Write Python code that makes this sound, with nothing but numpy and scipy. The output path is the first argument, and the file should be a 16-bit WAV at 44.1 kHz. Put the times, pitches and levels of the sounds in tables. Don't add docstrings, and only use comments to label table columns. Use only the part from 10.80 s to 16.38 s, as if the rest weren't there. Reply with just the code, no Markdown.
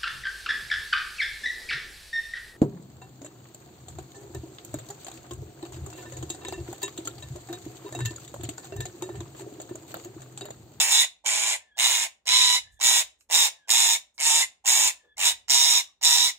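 import sys
import numpy as np
from scipy import signal
from scipy.fft import rfft, irfft, next_fast_len
from scipy.io import wavfile
from scipy.ndimage import uniform_filter1d, map_coordinates

SR = 44100
rng = np.random.default_rng(int(sys.argv[2]) if len(sys.argv) > 2 else 0)


def convert_level_to_amplitude(level_db):
    exponent = np.asarray(level_db, float) / 20
    return 10 ** exponent


def transcribe(signal):
    frames = np.atleast_2d(signal).T
    limited = np.clip(frames, -1, 1)
    pcm = np.round(limited * 32767).astype(np.int16)
    wavfile.write(sys.argv[1], SR, pcm)


N = 246078

# start_s, end_s, swell_to_peak_s, peak_db, sag_until_release_db
CRIES = [(-.2, 0.253, .2, -19, -4.5), (0.441, .765, 0.033, -27.5, -0.5), (0.966, 1.27, .07, -24, -5.5),
         (1.454, 1.79, .08, -25, -2), (1.993, 2.227, .055, -21, -2), (2.491, 2.688, 0.053, -21.5, -2.5),
         (2.876, 3.171, 0.03, -21.5, -3), (3.381, 3.647, 0.089, -21.5, -1.8),
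         (3.842, 4.11, 0.045, -21.5, -2), (4.376, 4.528, 0.091, -20.5, -4.5),
         (4.678, 5.015, 0.049, -22.5, -3), (5.211, 5.509, 0.048, -21.5, -6)]
# throat_over_beak_db, throat_drift_over_hold_db, chest_over_beak_db,
# tongue_over_beak_db, flutter_per_s
TRACT = [(0.5, 1, -23, -10, 162), (-12, 3, -19, -6.5, 117), (1, -10, -18, -5, 118),
         (4.5, -2, -17.5, -5, 125), (-4.5, -1.5, -23, -10.5, 115), (-2.5, -1, -18.5, -9.5, 165),
         (-5, 0.5, -22, -12, 115), (-9.5, 2.5, -22, -12, 152), (-7.5, -4.5, -20, -11, 125),
         (-2.5, -0.2, -20.5, -8.5, 100), (-3.5, 3.5, -23.5, -11.5, 130), (-1.5, 1.5, -23, -11, 131)]
# pitch_hz, width_hz, level_db
THROAT = [(3462, 493, 0), (3924, 630, 1)]
TONGUE = [(1918, 1610, 0), (2350, 523, 7), (3046, 816, -1)]
PALATE = [(4985, 520, 1.5), (5847, 550, 3)]
BEAK = [(6913, 896, -2.5), (8706, 983, -3.5), (9760, 1170, -5.5), (13150, 870, -11)]


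def unit(x):
    return x / np.sqrt(np.mean(x ** 2) + 1e-20)


def along(points, hz):
    f, v = np.transpose(points)
    return np.interp(np.log(hz + 1), np.log(f + 1), v)


def curves(tables):
    t = np.arange(N) / SR
    s, *cols = np.transpose(np.vstack(tables))
    gate = sum((t >= rows[0][0]) & (t <= rows[-1][0]) for rows in tables)
    return [uniform_filter1d(gate * 1., size=200)] + [np.interp(t, s, c) for c in cols]


def per_call(table):
    return curves([[(a, *row), (b, *row)] for (a, b, *_), row in zip(CRIES, table)])[1:]


def humps(rows):
    edge_db = -14
    return curves([[(a, db + edge_db), (top, db), (b, db + edge_db)] for a, top, b, db in rows])


def wobble(rate):
    return map_coordinates(rng.standard_normal(N // 8), [np.arange(N) * rate / SR])


def filtered(x, response):
    m = next_fast_len(N + SR // 2)
    return irfft(rfft(x, m) * response(np.fft.rfftfreq(m, 1 / SR)), m)[..., :N]


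def resonances(modes):
    def response(f):
        return sum((-1) ** k * convert_level_to_amplitude(db) * 1j * f * w / (c * c - f * f + 1j * f * w)
                   for k, (c, w, db) in enumerate(modes))
    return response


def screech():
    # first_pitch_hz, last_pitch_hz, noise_share (0-1), opening_stutter_db
    pitch = [(880, 930, .8, 0), (760, 800, .93, 4), (990, 925, .78, 5), (1004, 992, .46, 7),
             (955, 945, .72, 7), (935, 918, .68, 9), (928, 918, .68, 8), (920, 914, .68, 14),
             (918, 893, .68, 3), (930, 965, .72, 3), (950, 958, .62, 7), (962, 970, .68, 6)]
    # sheen_over_beak_db, palate_over_beak_db, fundamental_over_chest_db
    aim = [(-17, -13, 4.5), (-43.5, -24.5, -7.5), (-16, -16.5, 3.5), (-21, -5, 2.5), (-16.5, -14, 4),
           (-14.5, -8.5, 1), (-14.5, -10.5, 2.5), (-22, -14.5, 3.5), (-15.5, -17.5, -0.5), (-16, -10.5, 2),
           (-14, -3, 4), (-13.5, -3, 5)]
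    # pitch_hz, width_hz, level_db
    chest = [(770, 535, 2), (1082, 277, 2.5)]
    # pitch_hz, width_hz, level_db
    sheen = [(14600, 3800, 0)]
    # pitch_hz, level_db (per Hz)
    leak = [(60, -47.5), (130, -23), (250, -17), (450, -24.5), (800, 0.5), (1400, -10), (2500, 3.5),
            (4500, 5), (6200, 6.5), (9000, -22)]

    gate, beak_db, lost_db, throat_shift_db, depth = effort()
    throat_db, _, chest_db, tongue_db, flutter_hz = per_call(TRACT)
    throat_db = throat_db + throat_shift_db
    chest_db = chest_db + 0.86 * lost_db
    tongue_db = tongue_db + 0.55 * lost_db

    _, hz, hoarse = curves([[(row[0], first_hz, share), (row[1], last_hz, share)]
                            for row, (first_hz, last_hz, share, _) in zip(CRIES, pitch)])
    stutter_db = curves([[(a, call[3]), (a + .03, call[3]), (a + .08, 0), (b, 0)]
                         for (a, b, *_), call in zip(CRIES, pitch)])[1]

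    turn = 2 * np.pi * np.cumsum(hz * (1 + .006 * wobble(30))) / SR
    shaken = turn + .22 * wobble(700) + .36 * wobble(170)
    pulses = unit(sum(np.cos(k * shaken) for k in range(2, 17)))
    breath = unit(rng.standard_normal(N) * (1.5 + np.cos(shaken)))

    flap = np.cos(2 * np.pi * np.cumsum(flutter_hz * (1 + 0.1479 * wobble(60))) / SR)
    flap = flap + .5 * (flap ** 2 - .5)
    chop = convert_level_to_amplitude(np.clip(depth, 0, 1.2) * (5.5 * flap + 1.8 * wobble(400)) + stutter_db * flap)
    chop = chop / np.sqrt(np.abs(uniform_filter1d(chop ** 2, size=1500)))
    rasp = chop * (np.sqrt(1 - hoarse) * pulses + np.sqrt(hoarse) * breath)

    tone_flutter_db = 5 * hoarse * flap + 1.2 * wobble(80) - stutter_db
    tone = (1 - hoarse) * convert_level_to_amplitude(tone_flutter_db) * np.sin(turn + .9 * hoarse ** 2 * wobble(120))
    sheen_db, palate_db, tone_db = per_call(aim)
    tone = 4.45 * gate * convert_level_to_amplitude(beak_db + chest_db + tone_db - lost_db) * tone

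    leaking = gate * convert_level_to_amplitude(beak_db - 4.0) * chop * rng.standard_normal(N)
    voice = filtered(leaking, lambda f: convert_level_to_amplitude(along(leak, f)))
    parts = [(chest, chest_db + 14 * (hoarse - .9)), (TONGUE, np.minimum(tongue_db, -3)),
             (sheen, sheen_db), (PALATE, palate_db), (THROAT, throat_db), (BEAK, 0)]
    for modes, db in parts:
        twice = lambda f: resonances(modes)(f) ** 2
        voice = voice + filtered(gate * convert_level_to_amplitude(beak_db + db) * rasp, twice) / np.std(filtered(rasp, twice))
    return voice, tone


def effort():
    knees = [-7.5, 0.5, -5.5, -4.5, -13, -11, -6.5, -9.5, -5, -12.5, -1, -5]
    attack_s, release_s = 0.021, 0.035
    silent_db, cut_db = -36, -13.5
    throat_opening_db, throat_closing_db = -5, -2
    flutter_opening, flutter_held, flutter_closing = .4, .42, .55
    tables = []
    for (a, b, swell, db, sag), knee_db, (_, drift_db, *_) in zip(CRIES, knees, TRACT):
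        tables.append([
            (a, db + silent_db, -silent_db, throat_opening_db, flutter_opening),
            (a + attack_s, db + knee_db, -knee_db, throat_opening_db, flutter_opening),
            (a + swell, db, 0, 0, flutter_held),
            (b - release_s, db + sag, 0, drift_db, flutter_held),
            (b, db + sag + cut_db, -cut_db, drift_db + throat_closing_db, flutter_closing)])
    gate, level_db, lost_db, throat_db, depth = curves(tables)
    falter_db = -8 * np.exp(-((np.arange(N) / SR - 0.065) / .04) ** 2)
    return gate, level_db + falter_db, lost_db - falter_db, throat_db + 5.2 * falter_db, depth


def glides():
    # loudest_s, pitch_hz, glide_hz, level_db
    slides = [(0.229, 2050, -200, -30), (0.743, 2050, -200, -38), (1.255, 2150, -200, -37.5),
              (1.777, 2100, 146.5, -36.5), (2.213, 2250, -250, -39), (2.673, 2250, -250, -37),
              (3.15, 2250, -250, -35.5), (3.411, 2150, -150, -35), (3.632, 2050, 6.5, -28.5),
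              (4.094, 2150, -550, -36), (4.392, 2350, 497, -40.5), (4.439, 2600, 104, -37),
              (4.995, 2300, -550, -32.5), (5.485, 2150, -300, -34)]
    in_s, out_s, in_db, out_db = .025, .02, -14, -10
    gate, hz, db = curves([[(s - in_s, hz - glide / 2, db + in_db), (s, hz, db),
                            (s + out_s, hz + glide / 2, db + out_db)] for s, hz, glide, db in slides])
    ring = np.sin(2 * np.pi * np.cumsum(hz) / SR + .5 * wobble(300))
    return gate * convert_level_to_amplitude(db) * (0.98 + wobble(260)) * ring


def catches():
    # start_s, peak_db, low_part_db
    puffs = [(0.4456, -29, -10), (1.4556, -32, 2), (2.0135, -2, -8), (2.4084, -37, -8), (2.4999, -30, -2),
             (2.876, -48, 4), (2.8862, -22, -8.5), (2.0, -24, -6), (3.3443, -52, -14), (3.3797, -27, 0),
             (4.3697, -22, -9), (4.3803, -10, -10), (4.6832, -24, 2), (5.2134, -30, 4)]
    low, high, t = np.zeros(N + SR), np.zeros(N + SR), np.arange(600) / SR
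    for s, db, low_db in puffs:
        puff = convert_level_to_amplitude(db - 60 * t / .015) * rng.standard_normal(len(t))
        high[round(s * SR):][:len(t)] += convert_level_to_amplitude(-9) * puff
        low[round(s * SR):][:len(t)] += convert_level_to_amplitude(low_db - 5) * puff
    return filtered(low[:N], resonances(TONGUE + THROAT + PALATE)) + filtered(high[:N], resonances(BEAK))


def intake():
    # start_s, end_s, first_pitch_hz, last_pitch_hz, level_db
    breaths = [
        (0.799, 0.967, 1803, 1645, -67.5),
        (1.84, 2.007, 1750, 1740, -66),
        (2.76, 2.876, 1760, 1560, -68.5),
        (4.168, 4.347, 1800, 1704, -71.5),
        (5.06, 5.131, 1150, 1150, -77),
    ]
    rise_s, soft_db, fade_db = .03, -6, -0.5
    octave_under_db, octave_grows = -16.5, 89
    tables = []
    for a, b, first_hz, last_hz, db in breaths:
        octave = db + octave_under_db
        tables.append([(a, first_hz, db + soft_db, octave + soft_db), (a + rise_s, first_hz, db, octave),
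                       (b, last_hz, db + fade_db, octave + octave_grows * (b - a))])
    gate, hz, level_db, octave_db = curves(tables)
    turn = 2 * np.pi * np.cumsum(hz * (1 + .024 * wobble(250))) / SR
    throb = 4 * wobble(110)
    whistle = convert_level_to_amplitude(level_db + throb + 4.0) * np.sin(turn)
    return gate * (whistle + convert_level_to_amplitude(octave_db + throb + 3.5) * np.sin(2 * turn + .8 * wobble(67)))


def swallow():
    # start_s, peak_s, end_s, peak_db
    gulps = [
        (1.9, 1.935, 1.98, -66.5),
        (2.385, 2.412, 2.45, -66.5),
        (3.338, 3.352, 3.375, -66),
    ]
    # start_s, peak_s, end_s, peak_db
    gurgles = [
        (4.232, 4.248, 4.31, -63),
    ]
    gate, db = humps(gulps)
    hiss = gate * convert_level_to_amplitude(db + 3 * wobble(300)) * unit(filtered(rng.standard_normal(N), resonances(BEAK)))
    gate, db = humps(gurgles)
    return hiss + gate * convert_level_to_amplitude(db) * unit(filtered(rng.standard_normal(N), resonances([(470, 52, 0)])))


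def ports(x):
    # pitch_hz, left_leads (radians)
    phase = [(0, 0), (1300, -.3), (2500, -2.1), (4000, -2), (4500, -3), (5400, -3.1), (6000, -5.1),
             (7000, -6.2), (8100, -6.3), (9200, -4.7), (10500, -3.2), (12200, -3.1), (13000, -1.6),
             (13700, 0)]
    # pitch_hz, left_over_right_db
    balance = [(60, -9), (400, -0.5), (900, -10.5), (1300, -0.5), (1800, 3), (2400, 2.5), (2800, -6.5),
               (3600, -5), (4200, -5), (5600, -10), (6500, -1.5), (7200, 0)]

    def half(f):
        return convert_level_to_amplitude(along(balance, f) / 2) * np.exp(.5j * np.interp(f, *np.transpose(phase)))
    return filtered(x, lambda f: np.array([half(f), 1 / half(f)]))


def tiles(x):
    # pitch_hz, time_to_fall_60_db_s
    wall_ring = [(300, 0.49), (1000, 0.3), (3500, 0.25), (7000, 0.22), (12000, 0.18)]
    sway = 2 * np.pi * 0.558 * np.arange(N) / SR
    hz, t, z = signal.stft(rng.standard_normal((2, 2, SR // 3)), SR, nperseg=256)
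    near = convert_level_to_amplitude(-60 * t / 0.081)
    walls = convert_level_to_amplitude(-10.5 - 60 * t / along(wall_ring, hz)[:, None])
    tail = signal.istft(z * (near + walls), SR, nperseg=256)[1]
    parts = np.pad(x * [np.cos(sway), np.sin(sway)], ((0, 0), (100, 0)))[:, None]
    return signal.fftconvolve(parts, tail / np.linalg.norm(tail[0, 0]), axes=2).sum(axis=0)[:, :N]


def background():
    # pitch_hz, level_db (per Hz)
    floor = [(25, -27.5), (60, -24.5), (200, -9.5), (450, -12.5), (900, -19), (2000, -25.5), (8000, -36.5),
             (14000, -53)]
    shared, own = rng.standard_normal(N), rng.standard_normal((2, N))
    air = convert_level_to_amplitude(-84) * unit(filtered(shared + .4 * own, lambda f: convert_level_to_amplitude(along(floor, f))))
    hum = convert_level_to_amplitude(-88.0) * np.sin(2 * np.pi * 60 * np.arange(N) / SR)
    thud = rng.standard_normal(N) + .45 * rng.standard_normal((2, N))
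    rumble = unit(filtered(thud, lambda f: resonances([(62, 60, 0)])(f) ** 3))
    return air + hum + handling() * convert_level_to_amplitude(np.array([[-1.8], [1.8]])) * rumble


def handling():
    # time_s, level_db, time_to_fall_20_db_s
    shifts = [
        (1.86, -58.5, 0.27),
        (4.43, -62.5, 0.27),
    ]
    shake_db, sag_db, rest_db, rise_s = -73.5, -3, -88, .08
    t = np.arange(N) / SR
    shakes = [[(a - rise_s, rest_db), (a + rise_s, shake_db), (b, shake_db + sag_db)] for a, b, *_ in CRIES]
    gain = convert_level_to_amplitude(curves(shakes + [[(N / SR, rest_db)]])[1])
    for s, db, fall in shifts:
        gain = gain + convert_level_to_amplitude(db - 20 * np.maximum((t - s) / fall, (s - t) / rise_s))
    return gain


def thin_bands(x):
    # part (0 mid, 1 side), low_hz, high_hz, share of the loud frames (0-1)
    dropped = [(0, 4210, 4400, .42), (0, 4400, 4650, .66), (0, 9900, 10350, .3), (0, 10350, 10900, .82),
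               (0, 10900, 12400, .92), (0, 13700, 14300, .35), (0, 14300, 15000, .2),
               (0, 15000, 16000, .35), (1, 7000, 7500, .5), (1, 7500, 8250, .75), (1, 8250, 8700, .25),
               (1, 11900, 12500, .3), (1, 13500, 17000, .92)]
    hz, t, z = signal.stft([x[0] + x[1], x[0] - x[1]], SR, nperseg=1024)
    level = uniform_filter1d(np.log10(np.mean(np.abs(z[0]) ** 2, axis=0) + 1e-14), size=3)
    loud = level > level.max() - 1.5
    slope = np.gradient(level)
    jump = 4 * np.clip(slope, 0, 1) + 2.5 * np.abs(slope) * loud
    for side, low_hz, high_hz, share in dropped[::-1]:
        near = (hz > low_hz - 500) & (hz < high_hz + 100)
        power = np.mean(np.abs(z[side][near]) ** 2, axis=0)
        strength = uniform_filter1d(np.log10(power + 1e-14) - level, size=15)
        chance = uniform_filter1d(uniform_filter1d(rng.standard_normal(len(t)), size=9), size=5)
        keep = jump + .4 * strength * loud + chance
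        keep = keep + (low_hz < 5000) * (~loud + .9 * (level.max() - level))
        empty = keep < np.quantile(keep[loud], share)
        z[side][np.ix_((hz > low_hz) & (hz < high_hz), empty)] = 0
    mid, side = signal.istft(z, SR, nperseg=1024)[1][:, :N]
    return np.array([mid + side, mid - side]) / 2


def scene():
    voice, tone = screech()
    tone = tone + convert_level_to_amplitude(2.5) * glides()
    voice = voice + catches()
    tone = tone + intake()
    bird = voice + swallow()
    direct = convert_level_to_amplitude(0.17) * ports(bird + tone)
    echo = convert_level_to_amplitude(-2.5) * tiles(bird + convert_level_to_amplitude(-11) * tone)
    return direct + echo + background()


def low_pass(x):
    return signal.sosfilt(signal.butter(12, 17060, fs=SR, output="sos"), x)


def record(dry):
    limited = filtered(dry, lambda hz: 1 / (1 + (hz / 15780) ** 400))
    return low_pass(thin_bands(limited))


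dry = scene()
out = record(dry)
transcribe(out)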